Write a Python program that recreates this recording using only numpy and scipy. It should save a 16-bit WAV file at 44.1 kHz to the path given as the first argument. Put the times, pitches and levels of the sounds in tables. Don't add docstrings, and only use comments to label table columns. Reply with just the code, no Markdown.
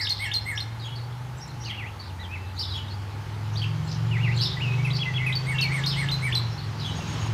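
import sys
import numpy as np
from scipy import signal
from scipy.fft import rfft, irfft, next_fast_len
from scipy.io import wavfile
from scipy.ndimage import uniform_filter1d

SR = 44100
rng = np.random.default_rng(int(sys.argv[2]) if len(sys.argv) > 2 else 0)


def ratio(d):
    e = np.asarray(d, float) / 20
    return 10 ** e


def master_out(mix):
    frames = np.transpose(np.atleast_2d(mix))
    ceiling = np.clip(frames, -1, 1)
    pcm = np.round(ceiling * 32767).astype(np.int16)
    wavfile.write(sys.argv[1], SR, pcm)


N = 323253

# (multiple of the pitch, level [dB])
ARCH = ([(0, 1900, -18), (.012, 2060, -3), (.027, 2175, 0), (.045, 2228, 3), (.058, 2135, 2),
         (.071, 1910, -1), (.085, 1730, -5), (.12, 1670, -12)], [(4, -17), (5, -37), (6, -25), (7, -40)])
# (time after start [s], pitch [Hz], level [dB])
PIP = [(0, 6620, -2), (.03, 6540, 0), (.04, 6500, -4), (.046, 6550, -24), (.053, 6620, -4),
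       (.078, 6560, -7)]
# (time [s], level [dB], pitch factor, length factor)
PIPS = [
    (6.85, -51, .96, .95),
    (6.95, -48, 1., 1.1),
    (7.072, -45, 1., 1.),
    (7.2, -46, 1.01, 1.05),
]


def evened(x):
    return x / np.sqrt(np.mean(x ** 2) + 1e-20)


def read(points, hz):
    f, value = np.transpose(points)
    return np.interp(np.log(hz + 1), np.log(f + 1), value)


def add(mix, s, sound):
    at = round(s * SR)
    sound = sound[max(-at, 0):]
    part = mix[max(at, 0):][:len(sound)]
    part += sound[:len(part)]


def slow(count, top_hz):
    size = next_fast_len(count + SR)
    z = rfft(rng.standard_normal(count + SR), size)
    lowpass = np.exp(-(np.fft.rfftfreq(size, 1 / SR) / top_hz) ** 2)
    return evened(irfft(z * lowpass)[:count])


def noise(spectrum, patchy_db):
    frames, hz = N // 256 + 5, np.fft.rfftfreq(1024, 1 / SR)
    a, b, patches = rng.standard_normal((frames, 513, 3)).T
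    patches = uniform_filter1d(patches, 12, axis=0)
    patches = evened(uniform_filter1d(patches, 14, axis=1))
    z = (a + 1j * b) * ratio(read(spectrum, hz)[:, None] + patchy_db * patches)
    return evened(signal.istft(z, nperseg=1024, noverlap=768)[1][:N])


def band(count, hz, width):
    size = next_fast_len(count)
    f = np.fft.rfftfreq(size, 1 / SR)
    bell = np.exp(-(2 * (f - hz) / width) ** 2)
    return evened(irfft(rfft(rng.standard_normal(count), size) * bell, size)[:count])


def rasp(x, hz, width):
    return uniform_filter1d(np.abs(x), 100) * band(N + 1, hz, width)[:N]


def whistle(rows, overtones=(), flutter_db=0., wobble=0.):
    s, hz, db = np.transpose(rows)
    t = np.arange(s[0], s[-1], 1 / SR)
    span = int(SR * np.min(np.diff(s)) * 0.6) + 1
    hz, db = (uniform_filter1d(np.interp(t, s, c), span, mode="nearest") for c in (hz, db))

    smooth = signal.butter(2, 350, fs=SR, output="sos")
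    shake = evened(signal.sosfilt(smooth, rng.standard_normal((2, 9000))))[:, 500:500 + len(t)]
    phase = 2 * np.pi * np.cumsum(hz * (1 + wobble * shake[0])) / SR

    upper = 0
    for k, overtone_db in overtones:
        below_16k = np.clip((16000 - k * hz) / 800, 0, 1)
        upper = upper + ratio(overtone_db) * np.sin(k * phase) * below_16k
    beak = np.clip((t[-1] - t) / (.45 * (t[-1] - t[0])), 0, 1) ** 2
    tone = np.sin(phase) + ratio(-.4 * (db - db.max())) * upper * beak
    edge = np.sin(np.pi / 2 * np.clip(np.minimum(t - t[0], t[-1] - t) / .003, 0, 1)) ** 2
    return s[0], np.sqrt(2) * ratio(db + flutter_db * shake[1]) * tone * edge


def sing(calls, shape, overtones, flutter_db, wobble):
    out = np.zeros(N)
    for s, db, pitch, length in calls:
        path = np.array(shape) * [length, pitch, 1] + [s, 0, db]
        add(out, *whistle(path, overtones, flutter_db, wobble))
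    return out


def glides(rows, flutter_db, wobble):
    out, share = np.zeros(N), np.array([0, .49, 1])
    for s, length, first_hz, last_hz, db in rows:
        hz = first_hz + (last_hz - first_hz) * share
        path = [s + length * share, hz, db - 6.5 * np.array([1, 0, 1])]
        add(out, *whistle(np.transpose(path), (), flutter_db, wobble))
    return out


def bursts(rows):
    out = np.zeros(N)
    for s, length, hz, width, db in rows:
        count = int(length * SR)
        burst = band(8192, hz, width) * ratio(4.0 * band(8192, 0, 250))
        add(out, s, ratio(db) * burst[:count] * np.hanning(count))
    return out


def singer():
    # (multiple of the pitch, level [dB])
    late_arch = (ARCH[0], [(4, -16.5), (5, -32), (6, -33), (7, -36)])
    rise = ([(0, 2450, 0), (.003, 3100, 1.5), (.006, 3600, 0), (.01, 3720, -3), (.02, 3740, -11)],
             [(2, -33), (3, -31), (4, -37)])
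    fall = ([(0, 7400, -13), (.0035, 5800, -10), (.007, 4300, -2), (.012, 4170, 0), (.022, 4170, -3),
             (.039, 4150, -3)], [(2, -22), (3, -32)])
    hook = ([(0, 5000, -6), (.004, 4580, 0), (.015, 4520, -2), (.03, 4490, -5)], [(2, -34), (3, -30)])
    slur = ([(0, 2630, -3), (.01, 2657, 2.5), (.025, 2440, -6), (.04, 2084, -3.5), (.052, 2080, -17),
             (.062, 2143, -16), (.075, 2130, -19)], [(4, -26.5), (5, -34)])
    dip = ([(0, 2077, -6), (.015, 2044, -3), (.035, 2020, -4.5), (.055, 1910, -15), (.07, 1734, -28)],
            [(2, -31), (4, -37)])
    hill = ([(0, 1750, -9), (.008, 3370, -6), (.037, 3320, 1), (.042, 3050, 3), (.047, 2620, 3),
             (.052, 2560, -2)], [(5, -36)])
    # (time [s], level [dB], pitch factor, length factor)
    arches = [(-.058, -34.5, 1., 1.), (.19, -33.5, 1., 1.), (.451, -34, .99, 1.)]
    late_arches = [(5.458, -34.5, 1.007, 1), (5.711, -34, 1, 0.99), (5.958, -33.5, 1., 1),
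                   (6.217, -32, 1.04, 0.86)]
    rises = [(.069, -28.5, 1., 1.25), (.313, -28, .98, 1.1), (.574, -29.5, .99, 1.1),
             (4.902, -34, 1.05, 1.), (5.323, -30, 1.05, 1.05), (5.582, -29.5, 1.03, 1.15),
             (5.835, -29, 1., 1.1), (6.085, -29.5, .99, 1.15), (6.322, -26.5, .945, 1.3)]
    falls_sung = [(.092, -24.5, 1.02, 1.05), (.335, -24.5, 1.005, 1.1), (.601, -30.5, 1., .45),
                  (5.608, -24.5, 1.044, 1.05), (5.859, -26.5, 1.01, .9), (6.111, -26.5, .972, .85),
                  (6.348, -24, .966, .92)]
    hooks = [(4.931, -35, 1.01, 1.), (5.352, -27, 1., 1.)]
    slurs = [(4.846, -31, 0.99, 0.83), (5.262, -26.5, 0.97, 1)]
    dips = [(5.055, -28.5, 1., .95), (5.2, -31, 1., 1.1)]
    hills = [(4.985, -32, 1., 1.07), (5.135, -33.5, 1., 1.03)]
    calls = arches, late_arches, rises, hooks, slurs, dips, hills
    shapes = ARCH, late_arch, rise, hook, slur, dip, hill
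    rest = sum(sing(c, *shape, flutter_db=1.5, wobble=.00098) for c, shape in zip(calls, shapes))
    falling = sing(falls_sung, *fall, flutter_db=2.8, wobble=.003)
    return rest + falling + ratio(-27) * rasp(falling, 12100, 1600)


def chirper():
    # (time after start [s], pitch [Hz], level [dB])
    strands = [
        [(.006, 3800, -14), (.018, 4300, -4), (.025, 4740, -1), (.054, 4760, -4), (.058, 4050, -1),
         (.064, 3750, -1), (.074, 3350, -7)],
        [(.018, 4700, -12), (.027, 5400, -5), (.04, 5200, -9), (.052, 5200, -3), (.062, 5250, -12),
         (.08, 5200, -9), (.09, 5200, -16)],
        [(.022, 3900, -12), (.035, 4250, -7), (.055, 4150, -10)],
        [(.073, 4150, -2), (.089, 3400, -6)],
    ]
    # (time [s], level [dB], pitch factor, length factor)
    chirps = [
        (-.01, -30, 1., 1.),
        (2.57, -31, 1., 1.),
        (4.392, -27, 1., 1.),
        (5.853, -29.5, .995, .92),
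    ]
    overtones = [(2, -31), (3, -34)]
    return sum(sing(chirps, strand, overtones, flutter_db=2.5, wobble=.012) for strand in strands)


def strays():
    # (time [s], pitch [Hz], level [dB])
    earlier = [(-.005, 2180, -33), (.025, 2180, -42), (.05, 2170, -48), (.15, 2120, -51)]
    # (time [s], length [s], first pitch [Hz], last pitch [Hz], level [dB])
    faint_falls = [(1.655, .014, 5000, 3500, -42), (1.678, .014, 4800, 3700, -44),
                   (1.6, .05, 2700, 3300, -54), (2.055, .022, 4800, 4300, -50),
                   (2.098, .02, 3100, 2600, -52), (.165, .014, 4200, 3700, -42),
                   (.183, .012, 4300, 3600, -42), (3.575, .014, 5000, 3200, -44),
                   (2.93, .02, 4650, 4700, -47), (2.878, .014, 3800, 3750, -45),
                   (4.415, .03, 3000, 2850, -41), (.902, .06, 3320, 3300, -47),
                   (2.895, .04, 4360, 4280, -44), (4.5, .05, 3380, 3850, -40), (4.51, .03, 3950, 4200, -43),
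                   (2.375, .15, 2660, 2640, -52), (1.473, .016, 6900, 8100, -53),
                   (5.045, .028, 2900, 2600, -38), (1.992, .032, 4500, 4560, -45),
                   (4.905, .014, 3900, 3950, -37)]
    upper_pip = np.array(PIP) * [1, 1.345, 1] + [.012, 0, -18]
    out = sing(PIPS, upper_pip, (), flutter_db=5., wobble=.012)
    add(out, *whistle(earlier, (), flutter_db=3., wobble=.004))
    return out + glides(faint_falls, flutter_db=3.5, wobble=.012)


def truck():
    # (time [s], cycle rate [Hz])
    speed = [(0.0, 19.9), (0.59, 22.0), (1.45, 25.5), (1.65, 23.1), (2.2, 17.8), (3.0, 19.9), (4.12, 22.9),
             (5.25, 25.5), (6.08, 27.6), (6.6, 21.2), (6.74, 21.1), (7.33, 22.2)]
    # (time [s], level [dB])
    boom = [(0, -37.5), (1.0, -34), (2.15, -38.5), (2.75, -34), (3.3, -35.5), (3.56, -28), (4.26, -23.5),
            (4.85, -25.5), (5.2, -28), (6.45, -28.5), (7.04, -37), (7.33, -25.5)]
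    # (time [s], half width [s], depth [dB])
    fades = [(1.46, 0.057, -14), (1.99, 0.06, -6), (3.87, 0.1, -14), (4.531, 0.091, -13.5),
             (5.05, 0.058, -8), (6.58, 0.035, -14)]
    # (time [s], level [dB])
    strain = [(0, -27), (1.4, -24), (1.7, -30), (2.4, -7), (2.95, -5.5), (3.3, -5), (4.7, -2.5),
              (5.7, -10.5), (6.15, -10), (6.5, -9), (6.9, 7), (7.33, -1.5)]
    # (multiple, level [dB], share of boom swing, share of strain)
    weaker_orders = [(7, -49, .6, .5), (6, -47, .7, .4), (4, -45, .3, .1), (16, -60.5, .45, .6)]
    # (frequency [Hz], half width [Hz], gain [dB])
    pipe = [(155, 18, 11), (375, 26, 11)]
    # (multiple, level [dB])
    side_orders = [(2, -64), (3, -79), (8, -50), (9, -54), (10, -57.5), (11, -58), (12, -61), (14, -60.5),
                   (18, -60.5), (21, -63.5)]

    t = np.arange(N) / SR
    hz = uniform_filter1d(np.interp(t, *np.transpose(speed)), 3000)
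    phase = 2 * np.pi * np.cumsum(hz * (1 + 0.0029 * slow(N, top_hz=5.6))) / SR
    boom_db = uniform_filter1d(np.interp(t, *np.transpose(boom)), size=1500)
    fade_db = sum(db * np.exp(-((t - s) / width) ** 2) for s, width, db in fades)
    out = ratio(boom_db + fade_db) * np.sin(5 * phase)

    strain_db = np.interp(t, *np.transpose(strain))
    for k, db, boom_share, strain_share in weaker_orders:
        pipe_db = sum(gain_db * np.exp(-((k * hz - f) / width) ** 2) for f, width, gain_db in pipe)
        drift_db = 2.5 * np.repeat(slow(N // 16 + 1, top_hz=36.), 16)[:N]
        level_db = db + boom_share * (boom_db - boom_db.mean()) + strain_share * strain_db + pipe_db
        out += ratio(level_db + drift_db) * np.sin(k * phase + k)
    for k, db in side_orders:
        drift_db = 3.0 * np.repeat(slow(N // 16 + 1, top_hz=30.8), 16)[:N]
        out += ratio(db + strain_db + drift_db) * np.sin(k * phase + 2 * np.pi * rng.random())
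    return np.sqrt(2) * out


def road():
    # (time [s], level [dB])
    nearness = [(0, -49.5), (2.57, -49), (4.8, -44.5), (5.12, -46), (5.78, -43), (6.4, -44.5), (6.599, -47),
                (7.19, -41.5), (7.33, -43.5)]
    # (frequency [Hz], density [dB per Hz])
    roar_spectrum = [(30, -27.5), (107, 1), (185, -21), (300, -18), (600, -24), (1050, -20), (2280, -28.5),
                     (9500, -77)]
    fizz_spectrum = [(1500, -4), (3000, 7), (5000, 2.5), (7000, -5), (9500, -22.5)]
    near_db = np.interp(np.arange(N) / SR, *np.transpose(nearness))
    roar = ratio(near_db + 7.5) * noise(roar_spectrum, patchy_db=0.45)
    fizz_db = -50 + 1.72 * (near_db - near_db.mean())
    return roar + ratio(fizz_db) * noise(fizz_spectrum, patchy_db=1.8)


def far_machine():
    # (frequency [Hz], width [Hz], level [dB])
    drones = [(857, 174, -51.5), (213.8, 5.7, -58)]
    return sum(ratio(db) * band(N + 1, hz, width)[:N] for hz, width, db in drones)


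def chatter():
    # (time [s], length [s], frequency [Hz], width [Hz], level [dB])
    chatters = [(0.098, 0.17, 4060, 2030, -40.5), (1.64, 0.064, 4500, 1200, -41),
                (2.04, 0.064, 4280, 1520, -55), (3.516, 0.068, 6000, 1190, -51),
                (3.86, 0.12, 5000, 2200, -45), (4.327, 0.15, 4100, 900, -35.5),
                (4.342, 0.045, 7350, 1210, -57), (4.931, 0.07, 4630, 1710, -34),
                (2.539, 0.093, 4070, 1200, -43.5), (2.541, 0.048, 6560, 1300, -55),
                (6.762, 0.05, 4620, 1210, -50), (3.82, .09, 7340, 1200, -55.5)]
    return bursts(chatters)


def twitters():
    # (time after start [s], pitch [Hz], level [dB])
    chirrup = [
        [(0, 4200, -9), (.014, 5100, -5)],
        [(.022, 4700, -14), (.032, 5050, -10), (.045, 4750, -16), (.06, 4200, -20)],
        [(.012, 4300, -7), (.025, 3900, -7), (.055, 3780, -6)],
        [(.045, 3250, -6), (.07, 3390, 1), (.08, 3300, -3), (.088, 2980, -6), (.11, 2950, -8)],
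    ]
    flick = [(0, 3315, -2), (0.02, 4950, 2), (.027, 4300, -5), (.045, 4730, -3)]
    crook = [(0, 3100, -7), (.015, 3380, -0.5), (.025, 2790, -6.5), (.033, 2780, 2)]
    hump = [(0, 4150, 3), (.008, 4540, 8), (.024, 4420, 6), (.042, 3700, -2)]
    lift = [(0, 4500, -12), (.007, 5280, -2), (.022, 5320, -3), (0.034, 5250, -14)]
    # (time [s], level [dB], pitch factor, length factor)
    chirrups = [(.795, -38, .99, 1.), (2.69, -32.5, 1., 1.05), (6.795, -33, 1.005, 1.03)]
    flicks = [(1.636, -43, 1.01, 1.1), (3.555, -38, .99, 1.3)]
    crooks = [(0.226, -36.5, 0.98, 1.7), (1.693, -31, 0.99, 0.91), (3.615, -30.5, 0.96, 1.02),
              (4.377, -41.5, 0.97, 1.8)]
    humps = [(1.48, -58, .94, 1.1), (.952, -50, 1, 1.1), (1.992, -50, 1, 0.95), (2.893, -66, 0.97, 1.4),
             (6.576, -48, 0.97, 1)]
    lifts = [(.55, -38.5, 1.05, 1.8), (1.403, -41.5, 1.05, 1.7), (6.5, -47, 1.02, 1.86)]
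    # (time [s], length [s], first pitch [Hz], last pitch [Hz], level [dB])
    far_glides = [(.252, .022, 5250, 5650, -44), (1.6, .045, 5650, 5650, -45), (4.5, .04, 3450, 3950, -39),
                  (5.96, .06, 4170, 4230, -41), (.41, .025, 5050, 5500, -47), (1.37, .06, 6050, 6200, -58),
                  (1.61, .09, 6300, 6300, -52), (2.035, .012, 5000, 5050, -50),
                  (2.09, .014, 3550, 3650, -48), (2.61, .018, 2950, 3100, -44),
                  (2.735, .035, 5200, 5550, -48), (2.765, .022, 6800, 6800, -53),
                  (4.34, .06, 4350, 4050, -41), (4.375, .03, 6250, 6200, -48),
                  (4.38, .035, 3400, 3320, -39), (5.922, .036, 3400, 2750, -33),
                  (5.96, .045, 3250, 3750, -40), (6.812, .04, 3870, 3850, -43),
                  (6.885, .075, 3850, 3870, -43), (7., .018, 2750, 2750, -41), (.845, .04, 6600, 6700, -55),
                  (1.005, .03, 4350, 4330, -49), (1.036, .022, 4450, 4600, -50),
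                  (1.122, .012, 3350, 3350, -47), (3.59, .014, 3330, 3280, -42),
                  (3.868, .03, 4300, 4050, -45), (3.882, .028, 4750, 5550, -45),
                  (3.955, .018, 3950, 4050, -47), (6.628, .04, 4850, 3950, -46),
                  (2.675, .03, 3400, 3550, -41), (6.888, .02, 8500, 8600, -58),
                  (7.125, .022, 9150, 9000, -56), (7.25, .03, 9350, 9200, -58)]
    shaped = [(chirrups, strand) for strand in chirrup]
    shaped += [(flicks, flick), (crooks, crook), (humps, hump), (lifts, lift)]
    rough = sum(sing(calls, shape, (), flutter_db=3.5, wobble=.018) for calls, shape in shaped)
    pips = sing(PIPS, PIP, (), flutter_db=3.5, wobble=.009)
    return rough + pips + glides(far_glides, flutter_db=3.5, wobble=.009)


def knocks():
    # (time [s], length [s], frequency [Hz], width [Hz], level [dB])
    knock_rows = [(6.386, .035, 1150, 600, -40), (6.984, .018, 750, 400, -40), (7.192, .02, 1100, 500, -42),
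                  (7.258, .018, 1000, 700, -41), (7.255, .025, 2500, 800, -45),
                  (7.212, .016, 2900, 600, -46), (1.35, .08, 7500, 1100, -59)]
    return bursts(knock_rows)


def whistler():
    # (time after start [s], pitch [Hz], level [dB])
    vee = [(0, 2950, 2), (.015, 2830, 5), (.04, 2300, 2), (.062, 1900, 5), (.085, 2250, 1), (.105, 2700, 0),
           (.12, 2900, -2)]
    # (time [s], level [dB], pitch factor, length factor)
    vees = [
        (1.655, -47, 1.01, 1.01),
        (1.773, -44, .99, .99),
        (4.11, -41, 1.005, .99),
        (4.228, -38, 0.99, 0.95),
    ]
    # (time [s], length [s], first pitch [Hz], last pitch [Hz], level [dB])
    plain_glides = [(4.565, 0.025, 1980, 1980, -36), (4.775, 0.047, 2190, 2320, -39),
                    (5.18, 0.075, 2120, 2270, -34.5), (5.542, 0.049, 2780, 2696, -33),
                    (5.586, 0.025, 2700, 2680, -25.5), (5.617, 0.024, 3310, 2400, -26.5),
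                    (5.64, 0.041, 2360, 2200, -30), (5.69, 0.026, 1900, 2040, -37),
                    (5.71, 0.028, 2010, 2480, -31)]
    # (time [s], pitch [Hz], level [dB])
    long_notes = [
        [(2.285, 2330, -55), (2.34, 2675, -37), (2.352, 2500, -42), (2.375, 1850, -42)],
        [(2.185, 1760, -52), (2.2, 1930, -48), (2.218, 2000, -43), (2.24, 1900, -50)],
        [(2.195, 3760, -50), (2.218, 4060, -48), (2.235, 3600, -49), (2.252, 3200, -41), (2.263, 3050, -45)],
        [(4.598, 2050, -42), (4.61, 2550, -37), (4.625, 2970, -31), (4.66, 2594, -38), (4.71, 2504, -37),
         (4.74, 2590, -38), (4.765, 2590, -44)],
    ]
    out = glides(plain_glides, flutter_db=2.5, wobble=.003)
    out += sing(vees, vee, (), flutter_db=2.5, wobble=.003)
    for rows in long_notes:
        add(out, *whistle(rows, (), flutter_db=2.5, wobble=.003))
    return out


def walls(x, echoes):
    t, taps = np.arange(SR // 16) / SR, np.zeros(SR // 16)
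    for s, spread, db in echoes:
        clump = rng.standard_normal(len(t)) * (t > s) * np.exp(-np.abs(t - s) / spread * 2)
        taps += ratio(db) * clump / np.linalg.norm(clump)
    return x + signal.oaconvolve(x, taps)[:N]


def shed_walls(near):
    # (delay [s], spread [s], level [dB])
    wall_echoes = [(.0175, .001, -11), (.004, .01, -16), (.016, .025, -17)]
    return walls(near, wall_echoes)


def hedges(far):
    # (delay [s], spread [s], level [dB])
    hedge_echoes = [(.018, .001, -11), (.006, .02, -15), (.03, .03, -14)]
    return ratio(-0.5) * walls(far, hedge_echoes) + ratio(-24.5) * rasp(far, 9100, 11000)


def siding(x):
    # (delay [s], spread [s], level [dB])
    board_echoes = [(.0145, .0012, -8), (.031, .004, -14), (.012, .045, -14)]
    low = signal.sosfilt(signal.butter(4, 3600, fs=SR, output="sos"), x)
    return walls(low, board_echoes) - low


def foliage(near):
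    treble = signal.sosfilt(signal.butter(6, 5500, "highpass", fs=SR, output="sos"), near)
    return walls(treble, [(.02, .02, -7)]) - treble


def yard_tail(shrink):
    # (frequency [Hz], decay time to -60 dB [s])
    yard_decay = [(1500, 1), (4000, 0.93), (9000, 0.33), (16000, 0.046)]
    taps = np.zeros(SR)
    at = np.arange(400, SR - 20, 20)
    taps[at + rng.integers(0, 20, len(at))] = rng.choice([-1., 1.], len(at))
    hz, t, z = signal.stft(taps, SR, nperseg=256)
    decay = ratio(-60 * t / (shrink * read(yard_decay, hz)[:, None]))
    tail = signal.istft(z * decay, SR, nperseg=256)[1]
    return tail / np.linalg.norm(tail)


def leafy_tail(near, middle, far):
    stir = band(N + 1, 0, 200)[:N]
    sent = stir * (ratio(-14.5) * near + ratio(-52.0) * middle)
    wet = signal.oaconvolve(sent, yard_tail(shrink=0.51))[:N]
    fast_stir = band(N + 1, 0, 700)[:N]
    far_sent = ratio(-12.5) * fast_stir * far + ratio(-17) * middle
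    return wet + signal.oaconvolve(far_sent, yard_tail(shrink=.4))[:N]


def ringing(x):
    return signal.oaconvolve(x, yard_tail(shrink=0.89))[:N]


def scene():
    near = singer()
    middle = whistler()
    far = chirper() + chatter() + ratio(-1.5) * twitters()
    house_echo = ratio(-27.0) * np.roll(middle, round(.019 * SR))
    birds = shed_walls(near) + middle + house_echo + hedges(far) + strays()
    wet = leafy_tail(near, middle, far) + foliage(near) + siding(near + middle)
    wet += ringing(ratio(-19) * near + ratio(-26) * middle + ratio(-15.5) * far)
    return (birds + wet + knocks() + truck() + road() + far_machine())[None]


def roll_off(x):
    return signal.sosfilt(signal.butter(12, 15740, fs=SR, output="sos"), x)


def record(dry):
    # (frequency [Hz], density [dB per Hz])
    hiss_spectrum = [(2940, -30), (5000, -6.5), (5270, -21), (5660, -3), (8640, -1), (12000, -2.5),
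                     (15600, -8.5)]
    heard = dry + ratio(-63) * noise(hiss_spectrum, patchy_db=.6)
    heard = signal.sosfilt(signal.butter(3, 48., "highpass", fs=SR, output="sos"), heard)
    band_limit = signal.firwin(511, 15650, window=("kaiser", 9), fs=SR)
    heard = signal.oaconvolve(heard, band_limit[None], "same")
    return roll_off(heard)


dry = scene()
out = record(dry)
master_out(out)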